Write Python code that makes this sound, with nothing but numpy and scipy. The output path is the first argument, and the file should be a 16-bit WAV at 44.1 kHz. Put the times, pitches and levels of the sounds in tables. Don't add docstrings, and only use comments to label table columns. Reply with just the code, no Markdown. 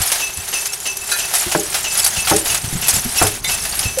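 import sys
import numpy as np
from scipy import signal
from scipy.fft import rfft, irfft, next_fast_len
from scipy.io import wavfile

SR = 44100
rng = np.random.default_rng(int(sys.argv[2]) if len(sys.argv) > 2 else 0)


def output_pcm(signal):
    pcm = np.clip(np.atleast_2d(signal).T, -1, 1) * 32767
    wavfile.write(sys.argv[1], SR, np.round(pcm).astype(np.int16))


N = 176400

# (t/s, level/dB)
MAIL_RIDE = [(0,-22),(.15,-19),(.3,-30),(.46,-28.5),(.62,-23.5),(.785,-33.5),(.875,-26.5),(.93,-32.5),(1.06,-29),(1.1,-22),(1.31,-24.5),(1.38,-18.5),(1.47,-22),(1.54,-22.5),(1.67,-27.5),(1.76,-19.5),(1.89,-27),(1.99,-15),(2.03,-22.5),(2.24,-23),(2.38,-19),(2.43,-27),(2.51,-17.5),(2.6,-27.5),(2.72,-26),(2.86,-23),(2.96,-15),(3.01,-25),(3.13,-23.5),(3.21,-16),(3.3,-24),(3.37,-25),(3.42,-40),(3.5,-18),(3.6,-25),(3.82,-23),(3.94,-28.5)]
# (t/s, bright edge level/dB, body over edge/dB)
CLASHES = [(0.015,-12,-7),(.117,-6.5,-6),(0.372,-19.5,-15),(0.656,-14,-7.5),(0.732,-17,-8.5),(0.801,-20,-15),(0.969,-13.5,-24),(1.115,-11,-7.5),(1.337,-13,-1.5),(1.351,-11.5,-13.5),(1.519,-14.5,-4),(1.743,-15.5,2),(2.043,-4.5,-17),(2.062,-7,-7),(2.271,-19,7.5),(2.297,-9,-7),(2.363,-6,-28),(2.456,-18,1),(2.544,-12,-1),(2.882,-3,-8.5),(3.223,-7.5,-12),(3.267,-10.5,-7),(3.442,-17.5,-4),(3.65,-17,-4.5),(3.791,-11.5,-10),(3.985,-13,-7.5)]
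# (f/Hz, level/dB)
MAIL_EQ = [(900,-20),(2500,-13),(5500,-1.5),(8000,-2),(10400,2.5),(12000,-4.5),(13500,-9),(15800,-50)]
# (f/Hz, level/dB)
PLATE_EQ = [(200,-19),(500,-8),(740,2),(1000,-4),(1500,-0.5),(3500,-1.5),(9000,-12)]
# (t/s, level per partial/dB)
CLANGS = [(1.117,-20),(3.445,-22)]
CLANG_MODES = [(1410,1600,1750,2500,3930,4037,4560,6169),(2050,2210,3600,3590,4000)]
# (t/s, slap level/dB, slap t60/s, ring level/dB, boom level/dB)
CUTS = [(1.549,-1.5,0.041,-16,-47),(2.311,-6,0.093,-9.5,-18),(3.214,-6,0.15,-17,-7.5)]
# (f/Hz, relative level/dB, t60/s)
TIRE_MODES = [(178.5,-1.5,0.19),(326.3,-1.5,0.3),(418,-0.5,0.35),(590,-6.5,0.35),(794,3.5,0.14)]
# (f/Hz, level/dB)
SLAP_EQ = [(200,-9.5),(400,-13),(700,-2),(1000,-11.5),(1500,-10.5),(4000,-39)]
# (t/s, level/dB, f/Hz)
THUMPS = [(.002,-18,87),(0.376,-24,84),(1.464,-20,352),(1.604,-38.5,99),(2.172,-20.5,86),(2.636,-20,115),(2.675,-25,108),(2.727,-17,131),(2.754,-18,173),(2.932,-15,116),(2.963,-19.5,202),(3.052,-17,244),(3.854,-14,102.6)]
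# (t/s, level/dB, f/Hz)
HOLLOW_NOTE = (3.972, -7.5, 520)
# (t/s, ring level/dB)
PINGS = [(0.196,-24),(0.526,-24),(.853,-25.5),(1.185,-29),(1.512,-41),(1.841,-25.5),(2.16,-25.5),(2.49,-31.5),(2.819,-30),(3.156,-26.5),(3.487,-27),(3.826,-26)]
# (f/Hz, relative level/dB, t60/s, delay/s)
PING_MODES = [(2625,9,0.27,.024),(5300,-9,0.45,0.018),(6076,0.5,0.67,0.018)]
# (f/Hz, level/dB)
CLACK_EQ = [(650,-4),(2400,-3.5),(2830,8),(3300,-3),(5500,-1),(6700,0),(9500,-14.5)]
# (t/s, level/dB)
RUMBLE_RIDE = [(0,-47.5),(1.2,-44.5),(2.8,-36)]
# (f/Hz, level/dB)
RUMBLE_EQ = [(20,0),(70,2.5),(200,-5),(600,-22.5)]
# (f/Hz, level/dB)
AIR_EQ = [(100, -3), (290, -10), (400, 14.5), (490, -7), (900, 5), (9000, -21)]

GRAINS_PER_S, GRAIN_SPREAD_DB, FLUTTER_DB, FLUTTER_PER_S = 9000, 2, 1.83, 85
SCUFF_DB, SCUFF_FOLLOWS = -30, 0.94
CLASH_RISE_S, CLASH_T60_S, CLANG_T60_S = 0.001, 0.091, 0.24
CHINK_COUNT, CHINK_HZ, CHINK_T60_S = 500, 8424, 0.032
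STEEL_ROUGH, RUBBER_ROUGH = 0.39, 0.95
TIRE_RISE_S, BOOM_HZ, BOOM_T60_S = 0.0082, 102, 0.23
THUMP_RISE_S, THUMP_T60_S = 0.0016, 0.11
PING_RISE_S, CLACK_DB, CLACK_T60_S = 0.0034, -18, 0.24
REPEAT_DELAY_S, REPEAT_DB = 0.16, -11.5
AIR_DB, CEILING, TOP_HZ = -43, 0.54, 15800


def armor():
    edge, body = clash_envelopes()
    mail_db = curve(MAIL_RIDE)
    scuff_db = SCUFF_DB + SCUFF_FOLLOWS * (mail_db - mail_db.mean())
    rustle = amp(mail_db + FLUTTER_DB * wobble(FLUTTER_PER_S))
    mail = np.hypot(rustle, edge) * unit(grains(MAIL_EQ) + 2 * chinks())
    scuff = amp(scuff_db + FLUTTER_DB * wobble(FLUTTER_PER_S))
    plates = np.hypot(scuff, body) * grains(PLATE_EQ)
    return mail + plates


def clash_envelopes():
    edge, body = np.zeros(N), np.zeros(N)
    mean_body_db = np.mean([body_db for _, _, body_db in CLASHES])
    for s, db, body_db in CLASHES:
        stretch = amp(0.32 * (body_db - mean_body_db))
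        burst = amp(db) * fade(CLASH_T60_S * stretch, CLASH_RISE_S * stretch)
        add(edge, s, burst)
        add(body, s, amp(body_db) * burst)
    return edge, body


def chinks():
    out, t = np.zeros(N), np.arange(SR // 20) / SR
    decay = np.exp(-np.log(1000) * t / CHINK_T60_S)
    times = rng.random(CHINK_COUNT) * N / SR
    for s, (pitch, size) in zip(times, rng.standard_normal((CHINK_COUNT, 2))):
        hz = CHINK_HZ * np.exp(0.3 * min(pitch, 1))
        add(out, s, amp(GRAIN_SPREAD_DB * size) * decay * np.sin(2 * np.pi * hz * t))
    return out


def plate_clangs():
    out = np.zeros(N)
    for (s, db), partials in zip(CLANGS, CLANG_MODES):
        for hz in partials:
            add(out, s, amp(db) * mode(hz, CLANG_T60_S, CLASH_RISE_S, STEEL_ROUGH))
    return out


def sword_cuts():
    slap, ring = np.zeros(N), np.zeros(N)
    for s, slap_db, slap_t60, ring_db, boom_db in CUTS:
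        add(slap, s, amp(slap_db) * fade(slap_t60, rise=0.0005))
        add(ring, s, amp(boom_db) * mode(BOOM_HZ, BOOM_T60_S, THUMP_RISE_S, RUBBER_ROUGH))
        for hz, level, t60 in TIRE_MODES:
            add(ring, s, amp(ring_db + level) * mode(hz, t60, TIRE_RISE_S, RUBBER_ROUGH))
    return ring + slap * noise(SLAP_EQ)


def thumps():
    knocks, puff = np.zeros(N), np.zeros(N)
    for s, db, hz in THUMPS:
        add(knocks, s, amp(db) * mode(hz, THUMP_T60_S, THUMP_RISE_S, rough=0.19))
        add(puff, s, amp(db - 3) * fade(THUMP_T60_S, THUMP_RISE_S))
    s, db, hz = HOLLOW_NOTE
    add(knocks, s, amp(db) * mode(hz, BOOM_T60_S, TIRE_RISE_S, RUBBER_ROUGH))
    return knocks + puff * noise(RUMBLE_EQ)


def steel_pings():
    clack, ring = np.zeros(N), np.zeros(N)
    grit = grains(CLACK_EQ)
    for s, db in PINGS:
        add(clack, s, amp(CLACK_DB) * fade(CLACK_T60_S, PING_RISE_S))
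        for hz, level, t60, delay in PING_MODES:
            add(ring, s + delay, amp(db + level) * mode(hz, t60, PING_RISE_S, STEEL_ROUGH))
        hz, level, t60, _ = PING_MODES[0]
        repeat = amp(db + level + REPEAT_DB) * mode(hz, t60, PING_RISE_S, STEEL_ROUGH)
        add(ring, s + REPEAT_DELAY_S, repeat)
    return clack * grit + ring


def field():
    rumble_db = curve(RUMBLE_RIDE) + 0.83 * wobble(rate=8.5)
    return amp(rumble_db) * noise(RUMBLE_EQ) + amp(AIR_DB) * noise(AIR_EQ)


def grains(eq):
    hits = rng.random(N) < GRAINS_PER_S / SR
    polarity = np.sign(rng.standard_normal(N))
    size = amp(GRAIN_SPREAD_DB * np.clip(rng.standard_normal(N), -3, 3))
    return equalized(hits * polarity * size, eq)


def mode(hz, t60, rise, rough):
    t = np.arange(SR // 2) / SR
    beats = 1 + rough * (wobble(80) + 1j * wobble(80))[:len(t)]
    tone = np.exp(2j * np.pi * (hz * t + rng.random()))
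    return fade(t60, rise) * np.real(beats * tone) / np.sqrt(1 + 2 * rough ** 2)


def fade(t60, rise):
    t = np.arange(SR // 2) / SR
    return np.exp(-np.log(1000) * t / t60) * (1 - np.exp(-t / rise))


def noise(eq):
    return equalized(rng.standard_normal(N), eq)


def equalized(x, eq):
    f, db = np.transpose(eq)

    def response(hz):
        gain = amp(np.interp(np.log(hz + 1), np.log(f), db))
        low_cut = np.sqrt(1 + (f[0] / (2 * hz + 1)) ** 4)
        high_cut = np.sqrt(1 + (hz / (2 * f[-1])) ** 4)
        return gain / low_cut / high_cut
    return unit(filtered(x, response))


def filtered(x, response):
    size = next_fast_len(N + 8192)
    return irfft(rfft(x, size) * response(np.fft.rfftfreq(size, 1 / SR)), size)[:N]


def wobble(rate):
    smooth = signal.resample_poly(rng.standard_normal(1024), 8, 1)
    return np.interp(np.arange(N) * rate / SR, np.arange(len(smooth)) / 8, smooth)


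def curve(ride):
    return np.interp(np.arange(N) / SR, *np.transpose(ride))


def amp(db):
    return 10 ** (np.asarray(db) / 20)


def unit(x):
    return x / np.sqrt(np.mean(x ** 2) + 1e-20)


def add(track, s, sound):
    start = max(0, round(s * SR))
    track[start:start + len(sound)] += sound[:max(0, N - start)]


def scene():
    return (armor() + steel_pings() + plate_clangs() + sword_cuts() + thumps() + field())[None]


def record(dry):
    rounded = dry[0] / (1 + (dry[0] / CEILING) ** 6) ** (1 / 6)
    return filtered(rounded, lambda hz: hz < TOP_HZ)[None]


dry = scene()
out = record(dry)
output_pcm(out)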